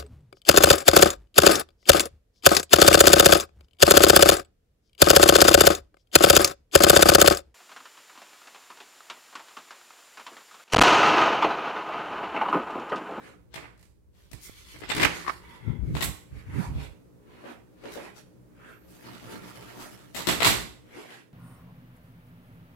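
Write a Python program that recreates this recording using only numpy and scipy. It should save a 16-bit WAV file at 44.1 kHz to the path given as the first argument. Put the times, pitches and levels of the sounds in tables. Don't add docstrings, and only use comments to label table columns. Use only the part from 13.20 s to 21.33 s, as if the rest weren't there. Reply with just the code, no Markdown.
import sys
import numpy as np
from scipy import signal
from scipy.fft import rfft, irfft, next_fast_len
from scipy.io import wavfile
from scipy.ndimage import uniform_filter1d

SR = 44100
rng = np.random.default_rng(int(sys.argv[2]) if len(sys.argv) > 2 else 0)


def master(y):
    cut = np.clip(np.atleast_2d(y).T, -1, 1)
    pcm = np.round(cut * 32767)
    wavfile.write(sys.argv[1], SR, pcm.astype(np.int16))


N = 358533
RING_SIZE = 24576
RIGHT_LAG = 735
EDGE_HZ = 16050

# [f/Hz, dB per Hz]
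VENT_LEVEL = [(0, -58.5), (.8, -67.5), (2.3, -55.5), (7.6, -56), (8.13, -59.5)]
VENT_SPECTRUM = [(56, -39.5), (95, -15), (126, -3), (156, -7.5), (185, -5.5), (260, -13.5), (296, -6.5),
                 (383, -14), (417, -11), (588, -18), (729, -27.5), (865, -26.5), (3130, -42),
                 (16000, -43.5)]
# [f/Hz, dB per Hz]
RUMBLE_LEVEL = [(0, -62.5), (2, -54), (4.2, -64), (7.75, -61.5), (7.9, -79)]
RUMBLE_SPECTRUM = [(15, -38), (35, -17), (58, -11.5), (80, -11), (130, -23), (400, -62.5)]
# [f/Hz, t60/s]
ROOM_DECAY = [(60, 0.62), (250, 0.49), (700, 0.46), (2000, 0.44), (5000, 0.44), (7700, 0.42), (10000, 0.42),
              (16000, .34)]
# [f/Hz, left-right likeness]
PORT_LIKENESS = [(50, 0.65), (220, 0.9), (450, 0.79), (850, 0.14), (1500, 0.0067)]
# [f/Hz, L-R level/dB]
PORT_BALANCE = [(50, -1.5), (250, 0.5), (550, -0.5), (1200, -5), (2300, -3.5), (4500, -1), (8000, -2.5),
                (13000, -1)]
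# [t/s, distance/m]
STRIKE_DISTANCE = [(.4, 0.93), (1.85, 0.39), (2.8, 1.24), (4.5, 1.8), (7.1, 2.8)]

# [t/s at full strength, hold/s, level/dB, L-R level/dB, gain of the deep part/dB]
GUST_TIMES = [(2.479, 0.036, -21, 38, -7), (2.6, 0.031, -29.5, 21, 3), (2.68, 0.075, -25.5, -2, -5.5),
              (2.806, 0.082, -32.5, -4, -3), (3.133, 0.026, -37, -7, 2.5), (3.274, 0.037, -38.5, 1.5, 2),
              (3.339, 0.042, -22, -12.5, -26), (3.473, 0.11, -30.5, -2.5, -2.5),
              (3.654, 0.035, -45, -17, 5.5)]
# [f/Hz, dB per Hz]
GUST_SPECTRUM = [(15, -51), (25, -42), (59, 1.5), (147, -6.5), (210, -17.5), (246, -15.5), (285, -21.5),
                 (392, -27), (600, -42.5), (780, -54), (1320, -120)]
# [t/s at the peak, peak level/dB, f/Hz, half length/s]
SOFT_BUMPS = [(1.129, -31.5, 112, 0.0064), (1.135, -41, 56, 0.028), (1.28, -32.5, 208, 0.00068),
              (6.21, -42, 173, 0.0077)]

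# [t/s at full pressure, hold/s, level/dB, hiss above the level/dB]
CLOTH_BRUSHES = [(.95, 0.11, -65.5, -6), (1.23, 0.0062, -67, 25), (4.722, 0.0058, -40.5, -4.5),
                 (4.965, 0.019, -52, -5.5), (6.605, 0.021, -47, -1.5)]
# [f/Hz, dB per Hz]
CLOTH_SPECTRUM = [(500, -7), (2000, -7), (4200, -8), (7000, -5), (14000, -7), (16000, -16)]
# [t/s at full pressure, hold/s, level/dB, hiss above the level/dB, resonance f/Hz, its height/dB]
SCUFF_STROKES = [(0.05, 0.02, -44.5, -14.5, 1310, 6.5), (2.663, 0.1, -58, -9, 1800, 6),
                 (3.179, 0.0069, -53, -7.5, 1980, 10.5), (3.304, 0.042, -64, 0, 2050, 30),
                 (3.366, 0.038, -43.5, -7, 1940, 19.5), (3.426, 0.0072, -39, -9.5, 1040, 18),
                 (3.585, 0.014, -49, -24, 706, 7), (3.612, 0.018, -45, -6.5, 2840, 7.5),
                 (4.112, 0.15, -56, -18, 1780, 0), (4.275, 0.027, -44.5, -15.5, 1400, 0),
                 (4.67, 0.023, -45.5, -16, 1900, -3), (4.795, 0.06, -46.5, -9.5, 2050, 8),
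                 (5.447, 0.06, -49, -16, 1660, 8), (6.607, 0.042, -46.5, -20, 1200, 10),
                 (7.749, 0.083, -46.5, -11, 2480, 2), (7.92, 0.028, -47, -6, 2670, 10.5)]
# [f/Hz, dB per Hz]
SCUFF_SPECTRUM = [(120, -36), (200, -25.5), (232, 0), (268, -2), (299, -0.5), (334, -0.5), (416, -2.5),
                  (763, -7.5), (2250, -10.5), (5840, -26.5), (12600, -29.5), (16000, -49)]
# [t/s, level/dB, bass/dB, treble/dB, hardness of the snap/dB, thud of the wood/dB]
FOOTFALLS = [(3.435, -53, -4, -14, 0, -14), (3.598, -46, -6, 1, 9, -14), (4.239, -36.5, -1, -28, 12, -4),
             (4.637, -33, 7, -3, 3, -6), (4.757, -31, 5, -4, 5, -8)]
# [f/Hz, level/dB, t60/s]
FLOOR_SPECTRUM = [(35, -41), (60, -21), (79, -28.5), (118, -27), (207, -4), (354, 6), (785, -3.5),
                  (2140, -11), (12400, -29), (16000, -53)]
FLOORBOARD_MODES = [(350, -16, 0.14), (469, 2, 0.097), (562, 7, 0.14)]

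# [t/s, level/dB, bass/dB, treble/dB, hardness of the snap/dB, thud/dB]
DOOR_CLACKS = [(2.751, -27.5, 3, -15, -1, -10), (2.808, -22, -11, -10, -5, -14),
               (2.8225, -25, -6, 26, -9, -15), (2.828, -28.5, 8, 8.5, 8, -3.5),
               (6.947, -27, 1, 0.5, 2.5, -25), (7.071, -15.5, -1, -3, 22, -13),
               (7.076, -18.5, 3.5, -3.5, 22, -15), (7.2045, -15, -2.5, -14, 17, -13.5),
               (7.2305, -13, -16.5, -7, 20, -30), (7.246, -13, -13, -2.5, 0, -20),
               (7.2535, -14, 5.5, 0, 17, -3.5), (7.26, -19, 1.5, 5.5, 21, -13.5),
               (7.288, -26, 24, -2, -4, -25)]
# [f/Hz, width/Hz, level/dB]
FITTING_SPECTRUM = [(29, -56), (50, -7), (125, -4), (252, -4.5), (353, -2), (495, -6.5), (1070, -8.5),
                    (1500, -9.5), (2010, -10), (2380, -9.5), (5400, -13.5), (7570, -20.5), (9180, -20),
                    (11700, -13.5), (16000, -24)]
FITTING_RESONANCES = [(890, 51, 0.43), (1990, 200, 4.7), (2820, 240, 2), (3660, 750, 4.4), (4260, 560, 1.8),
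                      (7690, 1430, 12.8)]
# [f/Hz, level/dB, t60/s]
DOOR_MODES = [(121, 2.5, 0.39), (157, -14, 0.69), (227, -15, .35), (298, -1, 0.31), (371.6, -3, 0.38),
              (673, 3.5, 0.28), (1093, -2.5, 0.5), (1352, 4.5, 0.25), (2023, -3, 0.13), (1998, 2.5, 0.16),
              (2236, 1, 0.29), (2490, 0, 0.25), (4500, -2, 0.22), (7520, -10, 0.37)]
# [t/s, level/dB, hiss above the level/dB]
ROLL_CURVE = [(5.3, -100, -26), (5.65, -62.5, -13), (5.69, -60, -2), (5.78, -53, -6), (5.87, -44.5, -16),
              (6.0, -48, -14), (6.1, -44, -11), (6.19, -45, -14.5), (6.29, -46.5, -10), (6.38, -46, -11),
              (6.5, -46, -12.5), (6.66, -49.5, -3), (6.8, -54.5, -8.5), (6.95, -62, -6), (7.2, -95, -8)]
# [f/Hz, width/Hz, level/dB]
TRACK_SPECTRUM = [(35, -43.5), (60, -13), (113, 2), (146, -10.5), (176, 2), (268, -3.5), (301, -7.5),
                  (330, -0.5), (636, -7.5), (1200, -8), (6580, -20.5), (14900, -24), (16000, -32)]
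TRACK_RESONANCES = [(122, 17, 8), (183.6, 5, 3), (301.6, 48, 10), (357, 18, -2.5)]
# [t/s, level/dB]
SPECK_TICKS = [(5.934, -46), (5.981, -48), (6.283, -47), (6.409, -46), (6.775, -50)]
# [t/s, hold/s, level/dB, f/Hz, width/Hz]
ROLLER_SQUEAL = (5.51, .38, -70, 13000, 450)
# [t/s at full pressure, hold/s, level/dB, hiss above the level/dB, change of level/dB per s]
CATCH_SCRAPES = [(.335, 0.007, -46.5, -26, 0), (1.628, 0.014, -45, -17, 0), (1.692, 0.016, -29, -18, -1.5),
                 (2.752, 0.053, -38, -5.5, -120), (6.968, 0.13, -33.5, -5.5, -110)]
# [t/s, peak level/dB, f/Hz, t60/s]
CATCH_PINGS = [(1.692, -31.5, 7650, 0.13), (1.703, -28.5, 3576, 0.18)]

# [t/s, level/dB]
FINGER_TICKS = [(.576, -57.5), (.611, -53.5), (.636, -59), (1.114, -39.5), (1.13, -47.5), (1.586, -44.5)]
# [t/s, level/dB]
HOLLOW_TOCKS = [(2.048, -39), (2.0657, -32), (2.075, -30.5), (2.0796, -22)]
# [f/Hz, level/dB, t60/s]
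HOLLOW_SPECTRUM = [(100, -17), (600, -10), (1100, -0.5), (1900, -11.5), (3000, -20.5), (5000, -23.5),
                   (16000, -45)]
HOLLOW_MODES = [(170, -48, 0.52), (1150, 4, 0.022), (1240, 6, 0.0088), (1800, 15, 0.0051)]
# [t/s at full pressure, hold/s, level/dB, hiss above the level/dB,
# change of level while it slides/dB per s]
NEAR_GLIDES = [(1.22, 0.35, -65.5, 10, 3), (1.945, 0.035, -40.5, -3.5, -8), (2.07, 0.084, -49.5, 0, -70),
               (2.27, 0.085, -52, -8.5, -14), (2.45, 0.081, -52.5, -14, -25)]
# [f/Hz, dB per Hz]
RUNNER_SPECTRUM = [(150, -34.5), (350, 9.5), (650, -10), (1000, 0.5), (2000, 1.5), (3000, -10.5),
                   (6000, -26), (12500, -28.5), (16000, -40.5)]
# [f/Hz, width/Hz, level/dB]
RUNNER_RESONANCES = [
    [(1180, 450, 5.5), (2270, 200, 2.5), (4140, 1300, 2.7)],
    [(1930, 490, 5.2), (4400, 900, 4.3), (6530, 1900, 8)],
    [(1600, 900, 4.4), (4300, 1400, 3.4)],
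    [(926, 170, 15), (1986, 96, 11), (3160, 820, 7)],
    [(894, 230, 14), (2110, 170, 13), (3400, 450, 11)],
]
# [t/s, level/dB, bass/dB, treble/dB, hardness of the snap/dB, thud/dB]
NEAR_KNOCKS = [(.341, -34.5, -11, 5.5, 6, -18), (.359, -34, -2, -26, -13, -19),
               (.426, -39.5, -2, -52, -6, -22), (1.543, -42, 4, 3, -3, -5.5),
               (1.618, -34.5, 1, -15, -5.5, -12), (1.692, -30.5, 2.5, 5.5, 0.5, -13),
               (1.7, -22, -13, -7.5, 8.5, -11), (1.749, -25, 3, 7.5, 1.5, -12.5),
               (1.769, -27, 2.5, -1.5, -2, -12), (1.7805, -21, -1.5, -1.5, 6, -3),
               (1.804, -21.5, -3.5, -3, 16.5, -15.5), (1.8125, -17.5, -2.5, 0, -0.5, -12.5),
               (1.8315, -15.5, -19, -3, 9.5, -13.5), (1.8335, -15.5, -15, -7, 11.5, -12),
               (1.839, -20, 3.5, -8, 8, -3.5)]
# [f/Hz, width/Hz, level/dB]
WOOD_SPECTRUM = [(29, -29.5), (50, -5.5), (175, -4.5), (213, -9), (298, -3), (337, -3.5), (507, -9),
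                 (765, -9), (1400, -12.5), (2010, -10), (2810, -14.5), (5020, -20), (6240, -27),
                 (12000, -31), (16000, -38.5)]
WOOD_RESONANCES = [(670, 130, -3), (1170, 120, 1), (1860, 230, 0), (2370, 720, 2.5), (3550, 410, 0.5),
                   (7800, 2000, 4)]
# [f/Hz, level/dB, t60/s]
PANEL_MODES = [(126.3, -7.5, 0.44), (168, -5, 1), (250, -5, .2), (304.4, -11.5, 0.19), (327, -9, 0.29),
               (650, 4.5, 0.12), (1800, 4, 0.098), (2070, 5.5, 0.12), (2500, -6.5, 0.11)]


def amp(db):
    return 10 ** (np.asarray(db) / 20)


def evened(x):
    return x / np.sqrt(np.mean(x ** 2) + 1e-20)


def blow(x):
    return x * np.sqrt(SR / 100 / np.sum(x ** 2, -1).mean())


def read(points, hz):
    f, value = np.transpose(points)
    return np.interp(np.log(hz + 1), np.log(f + 1), value)


def follow(rows):
    return np.interp(np.arange(N) / SR, *np.transpose(rows))


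def sides(pan_db):
    gains = amp(np.array([pan_db, -pan_db]).reshape(2, -1) / 2)
    return gains / np.sqrt((amp(pan_db) + amp(-pan_db)) / 2)


def add(mix, s, sound):
    part = mix[:, round(s * SR):][:, :sound.shape[-1]]
    part += sound[..., :part.shape[1]]


def colour(x, db_at):
    size = next_fast_len(x.shape[-1] + 4096)
    gain_db = np.maximum(db_at(abs(np.fft.fftfreq(size, 1 / SR))), -100)
    response = np.exp(signal.hilbert(np.log(amp(gain_db))).conj())
    return np.fft.ifft(np.fft.fft(x, size) * response).real[..., :x.shape[-1]]


def band(x, kind, edge_hz):
    return signal.sosfilt(signal.butter(3, edge_hz, kind, fs=SR, output="sos"), x)


def diffuse(size):
    full = next_fast_len(size)
    a, b = rfft(rng.standard_normal((2, full)))
    same = np.clip(read(PORT_LIKENESS, np.fft.rfftfreq(full, 1 / SR)), -1, 1)
    right = same * a + np.sqrt(1 - same ** 2) * b
    return irfft(np.array([a, right]), full)[:, :size]


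def waver(per_s, size=N):
    knots = np.arange(0, size / SR + 1, 1 / per_s)
    curve = np.interp(np.arange(size) / SR, knots, rng.standard_normal(len(knots)))
    return 2 * np.tanh(evened(curve) / 2) / .85


def stroke(s, hold, rise_db_per_s, fall_db_per_s, drift_db_per_s=0, size=N, knee_db=2.0):
    t = np.arange(size) / SR - s

    def below(db):
        return knee_db * np.logaddexp(0, db / knee_db)

    drift = drift_db_per_s * np.clip(t, 0, hold)
    db = drift - below(-rise_db_per_s * t) - below(fall_db_per_s * (t - hold))
    return amp(np.maximum(db, -120))


def peaked(spectrum, peaks):
    grid = np.arange(0, SR / 2, 80)
    ripple = 2.1 * rng.standard_normal(len(grid)) * np.minimum(grid / 700, 1)

    def db_at(hz):
        resonances = sum(db / (1 + (2 * (hz - f) / width) ** 2) for f, width, db in peaks)
        return read(spectrum, hz) + np.interp(hz, grid, ripple) + resonances

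    return db_at


def room_tail(rise_s=0.0017):
    hz, t, z = signal.stft(diffuse(RING_SIZE), SR, nperseg=256)
    decay = amp(-60 * t / read(ROOM_DECAY, hz)[:, None])
    tail = signal.istft(z * decay, SR, nperseg=256)[1][:, :RING_SIZE]
    return tail * (1 - np.exp(-np.arange(RING_SIZE) / SR / rise_s))


def echo(x):
    tail = room_tail()
    return signal.fftconvolve(x, tail / np.linalg.norm(tail[0]), axes=1)[:, :x.shape[1]]


def ring(modes, spread_hz=900):
    t = np.arange(RING_SIZE) / SR
    out = 0
    for hz, db, t60 in modes:
        phase = min(hz / spread_hz, 2) * rng.uniform(-0.23, 1, (2, 1))
        out = out + amp(db - 60 * t / t60) * np.sin(2 * np.pi * hz * t + phase)
    return out


def toned(rows, bass_db, treble_db, snap_db):
    return [(s, db, bass_db, treble_db, snap_db, -np.inf) for s, db in rows]


def hits(rows, spectrum, peaks, modes, ring_db, pan_db, grain_db, attack_s, rattle_t60, room_db,
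         snap_s=0.0072, strike_db=-14, thud_hz=450, thud_t60=.04, room_rise_s=0.0015,
         bass_hz=450, treble_hz=4500):
    out, t = np.zeros((2, N)), np.arange(RING_SIZE) / SR
    strike = amp(strike_db) * blow(signal.unit_impulse(RING_SIZE))
    onset = 1 - np.exp(-t / attack_s)
    for s, db, bass_db, treble_db, snap_db, thud_db in rows:
        grains = evened(amp(grain_db * waver(2200, RING_SIZE)))
        rattle = grains * amp(-60 * t / rattle_t60)
        snap = amp(snap_db) * np.exp(-t / snap_s)
        crack = blow(diffuse(RING_SIZE) * (rattle + snap))
        wet = amp(room_db) * np.interp(s, *np.transpose(STRIKE_DISTANCE))
        contact = strike + onset * (crack + wet * blow(room_tail(room_rise_s)))
        body = blow(colour(contact, peaked(spectrum, peaks)))
        thud = amp(thud_db) * blow(ring([(thud_hz * rng.uniform(.92, 1.08), 0, thud_t60)]))
        ringing = amp(ring_db) * blow(ring(modes))

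        def tone(hz):
            bass = bass_db / (1 + (hz / bass_hz) ** 2)
            return bass + treble_db / (1 + (treble_hz / (hz + 1)) ** 4)

        add(out, s, amp(db) * blow(colour(body + onset * (thud + ringing), tone)))
    return out * sides(pan_db)


def wander(x, patchy_db=2.5):
    z = signal.stft(x, nperseg=512)[2]
    patches = uniform_filter1d(rng.standard_normal(z.shape[1:]), size=7, axis=1)
    patches = evened(uniform_filter1d(patches, size=4, axis=0))
    return signal.istft(z * amp(patchy_db * patches), nperseg=512)[1][:, :x.shape[1]]


def slips(db_at, uneven_db, grain_db, size, split_hz=4500):
    strength = amp(uneven_db * waver(45, size) + grain_db * waver(1500, size))
    sound = wander(colour(diffuse(size) * strength, db_at))
    return [evened(band(sound, kind, split_hz)) for kind in ("low", "high")]


def rub(rows, spectrum, peaks, rise_db_per_s, fall_db_per_s, pan_db, uneven_db, grain_db, room_db):
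    out = np.zeros((2, N))
    for (s, hold, db, hiss_db, *drift), own_peaks in zip(rows, peaks):
        start = max(s - .35, 0)
        body, hiss = slips(peaked(spectrum, own_peaks), uneven_db, grain_db, size=SR)
        gain = stroke(s - start, hold, rise_db_per_s, fall_db_per_s, *drift, size=SR)
        add(out, start, amp(db) * gain * sides(pan_db) * (body + amp(hiss_db) * hiss))
    return out + amp(room_db) * echo(out)


def room_air():
    vent = evened(colour(diffuse(N), lambda hz: read(VENT_SPECTRUM, hz)))
    rumble = evened(colour(diffuse(N), lambda hz: read(RUMBLE_SPECTRUM, hz)))
    return vent * amp(follow(VENT_LEVEL)) + rumble * amp(follow(RUMBLE_LEVEL))


def buffeting(lumpy_db=2.5, rise_db_per_s=500, fall_db_per_s=330, deep_hz=95):
    eddies = colour(rng.standard_normal((2, N)), lambda hz: read(GUST_SPECTRUM, hz))
    eddies /= np.sqrt(uniform_filter1d(eddies ** 2, size=3000) + 1e-20)
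    deep = signal.sosfiltfilt(signal.butter(3, deep_hz, fs=SR, output="sos"), eddies)
    air = np.zeros((2, N))
    for s, hold, db, pan_db, deep_db in GUST_TIMES:
        gain = amp(db) * stroke(s, hold, rise_db_per_s, fall_db_per_s)
        air += gain * sides(pan_db) * (eddies + (amp(deep_db) - 1) * deep)
    return air * amp(lumpy_db * waver(60))


def soft_bumps(pan_db=-16):
    t = np.arange(N) / SR
    pushes = sum(amp(db) * np.exp(-((t - s) / half) ** 2) * np.cos(2 * np.pi * hz * (t - s))
                 for s, db, hz, half in SOFT_BUMPS)
    return sides(pan_db) * pushes


def cloth_brushes():
    return rub(CLOTH_BRUSHES, CLOTH_SPECTRUM, [[]] * len(CLOTH_BRUSHES), rise_db_per_s=850,
               fall_db_per_s=330, pan_db=1.0, uneven_db=2.0, grain_db=3.0, room_db=-8.5)


def scuffs():
    strokes = [row[:4] for row in SCUFF_STROKES]
    resonances = [[(hz, hz, db)] for *_, hz, db in SCUFF_STROKES]
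    return rub(strokes, SCUFF_SPECTRUM, resonances, rise_db_per_s=174, fall_db_per_s=198,
               pan_db=0.5, uneven_db=1.0, grain_db=1.0, room_db=-13.0)


def footsteps():
    return hits(FOOTFALLS, FLOOR_SPECTRUM, [], FLOORBOARD_MODES, ring_db=-3.0, pan_db=-1.0,
                grain_db=5, attack_s=0.00087, rattle_t60=0.043, room_db=-2)


def roller_squeal():
    s, hold, db, hz, width = ROLLER_SQUEAL
    whistle = evened(colour(diffuse(N), lambda f: -20 * np.log10(1 + ((f - hz) / width) ** 2)))
    return amp(db) * whistle * stroke(s, hold, rise_db_per_s=200, fall_db_per_s=110)


def rolling(pan_db=-0.5, room_db=-10.5):
    body, hiss = slips(peaked(TRACK_SPECTRUM, TRACK_RESONANCES), uneven_db=1.8, grain_db=3.5, size=N)
    curve = np.array(ROLL_CURVE)
    level = amp(follow(curve[:, [0, 1]]))
    hiss_share = amp(follow(curve[:, [0, 2]]))
    direct = sides(pan_db) * (level * (body + hiss_share * hiss) + roller_squeal())
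    return direct + amp(room_db) * echo(direct)


def roller_ticks():
    rows = toned(SPECK_TICKS, bass_db=-1, treble_db=-6, snap_db=12)
    return hits(rows, FITTING_SPECTRUM, FITTING_RESONANCES, DOOR_MODES, ring_db=-13.5, pan_db=1.0,
                grain_db=-8, attack_s=.0002, rattle_t60=.02, room_db=-7, snap_s=0.0011)


def door_clacks():
    return hits(DOOR_CLACKS, FITTING_SPECTRUM, FITTING_RESONANCES, DOOR_MODES, ring_db=-12,
                pan_db=0.5, grain_db=5.5, attack_s=0.00029, rattle_t60=0.16, room_db=-6.5, snap_s=0.0014,
                strike_db=-10, thud_hz=1057, thud_t60=.011, room_rise_s=0.0042)


def catch_scrapes():
    return rub(CATCH_SCRAPES, FITTING_SPECTRUM, [FITTING_RESONANCES] * len(CATCH_SCRAPES),
               rise_db_per_s=899.0, fall_db_per_s=303.0, pan_db=0.0, uneven_db=2.5, grain_db=4, room_db=-8.0)


def catch_pings():
    out = np.zeros((2, N))
    for s, db, hz, t60 in CATCH_PINGS:
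        add(out, s, ring([(hz, db, t60)]))
    return out


def finger_ticks():
    rows = toned(FINGER_TICKS, bass_db=11.0, treble_db=17.0, snap_db=2)
    return hits(rows, WOOD_SPECTRUM, WOOD_RESONANCES, PANEL_MODES, ring_db=-8, pan_db=-3.0,
                grain_db=9.5, attack_s=.0004, rattle_t60=.03, room_db=1.0)


def hollow_tocks():
    rows = toned(HOLLOW_TOCKS, bass_db=1, treble_db=-2.0, snap_db=12)
    return hits(rows, HOLLOW_SPECTRUM, [], HOLLOW_MODES, ring_db=5.5, pan_db=1.5,
                grain_db=8.0, attack_s=0.00064, rattle_t60=0.13, room_db=-10.0)


def near_glides():
    return rub(NEAR_GLIDES, RUNNER_SPECTRUM, RUNNER_RESONANCES, rise_db_per_s=140, fall_db_per_s=249.0,
               pan_db=0.5, uneven_db=2.5, grain_db=3, room_db=-5.0)


def near_knocks():
    return hits(NEAR_KNOCKS, WOOD_SPECTRUM, WOOD_RESONANCES, PANEL_MODES, ring_db=-11.5, pan_db=0.5,
                grain_db=5.5, attack_s=0.00053, rattle_t60=0.12, room_db=-1, snap_s=0.0041,
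                strike_db=-8.5, thud_hz=295.5, thud_t60=.07)


def scene():
    background = room_air() + buffeting() + soft_bumps()
    rubs_and_steps = cloth_brushes() + scuffs() + footsteps()
    track_and_fittings = rolling() + roller_ticks() + door_clacks()
    catches = catch_scrapes() + catch_pings()
    near_door = finger_ticks() + hollow_tocks() + near_glides() + near_knocks()
    return background + rubs_and_steps + track_and_fittings + catches + near_door


def record(dry):
    left = colour(dry[0], lambda hz: read(PORT_BALANCE, hz) / 2)
    right = colour(dry[1], lambda hz: -read(PORT_BALANCE, hz) / 2)
    late = np.array([left, np.pad(right, (RIGHT_LAG, 0), "reflect")[:N]])
    rounded = late / (1 + (late / .85) ** 6) ** (1 / 6)
    lowpass = signal.firwin(401, EDGE_HZ, window=("kaiser", 9), fs=SR)
    return signal.oaconvolve(rounded, lowpass[None], "same")


dry = scene()
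out = record(dry)
master(out)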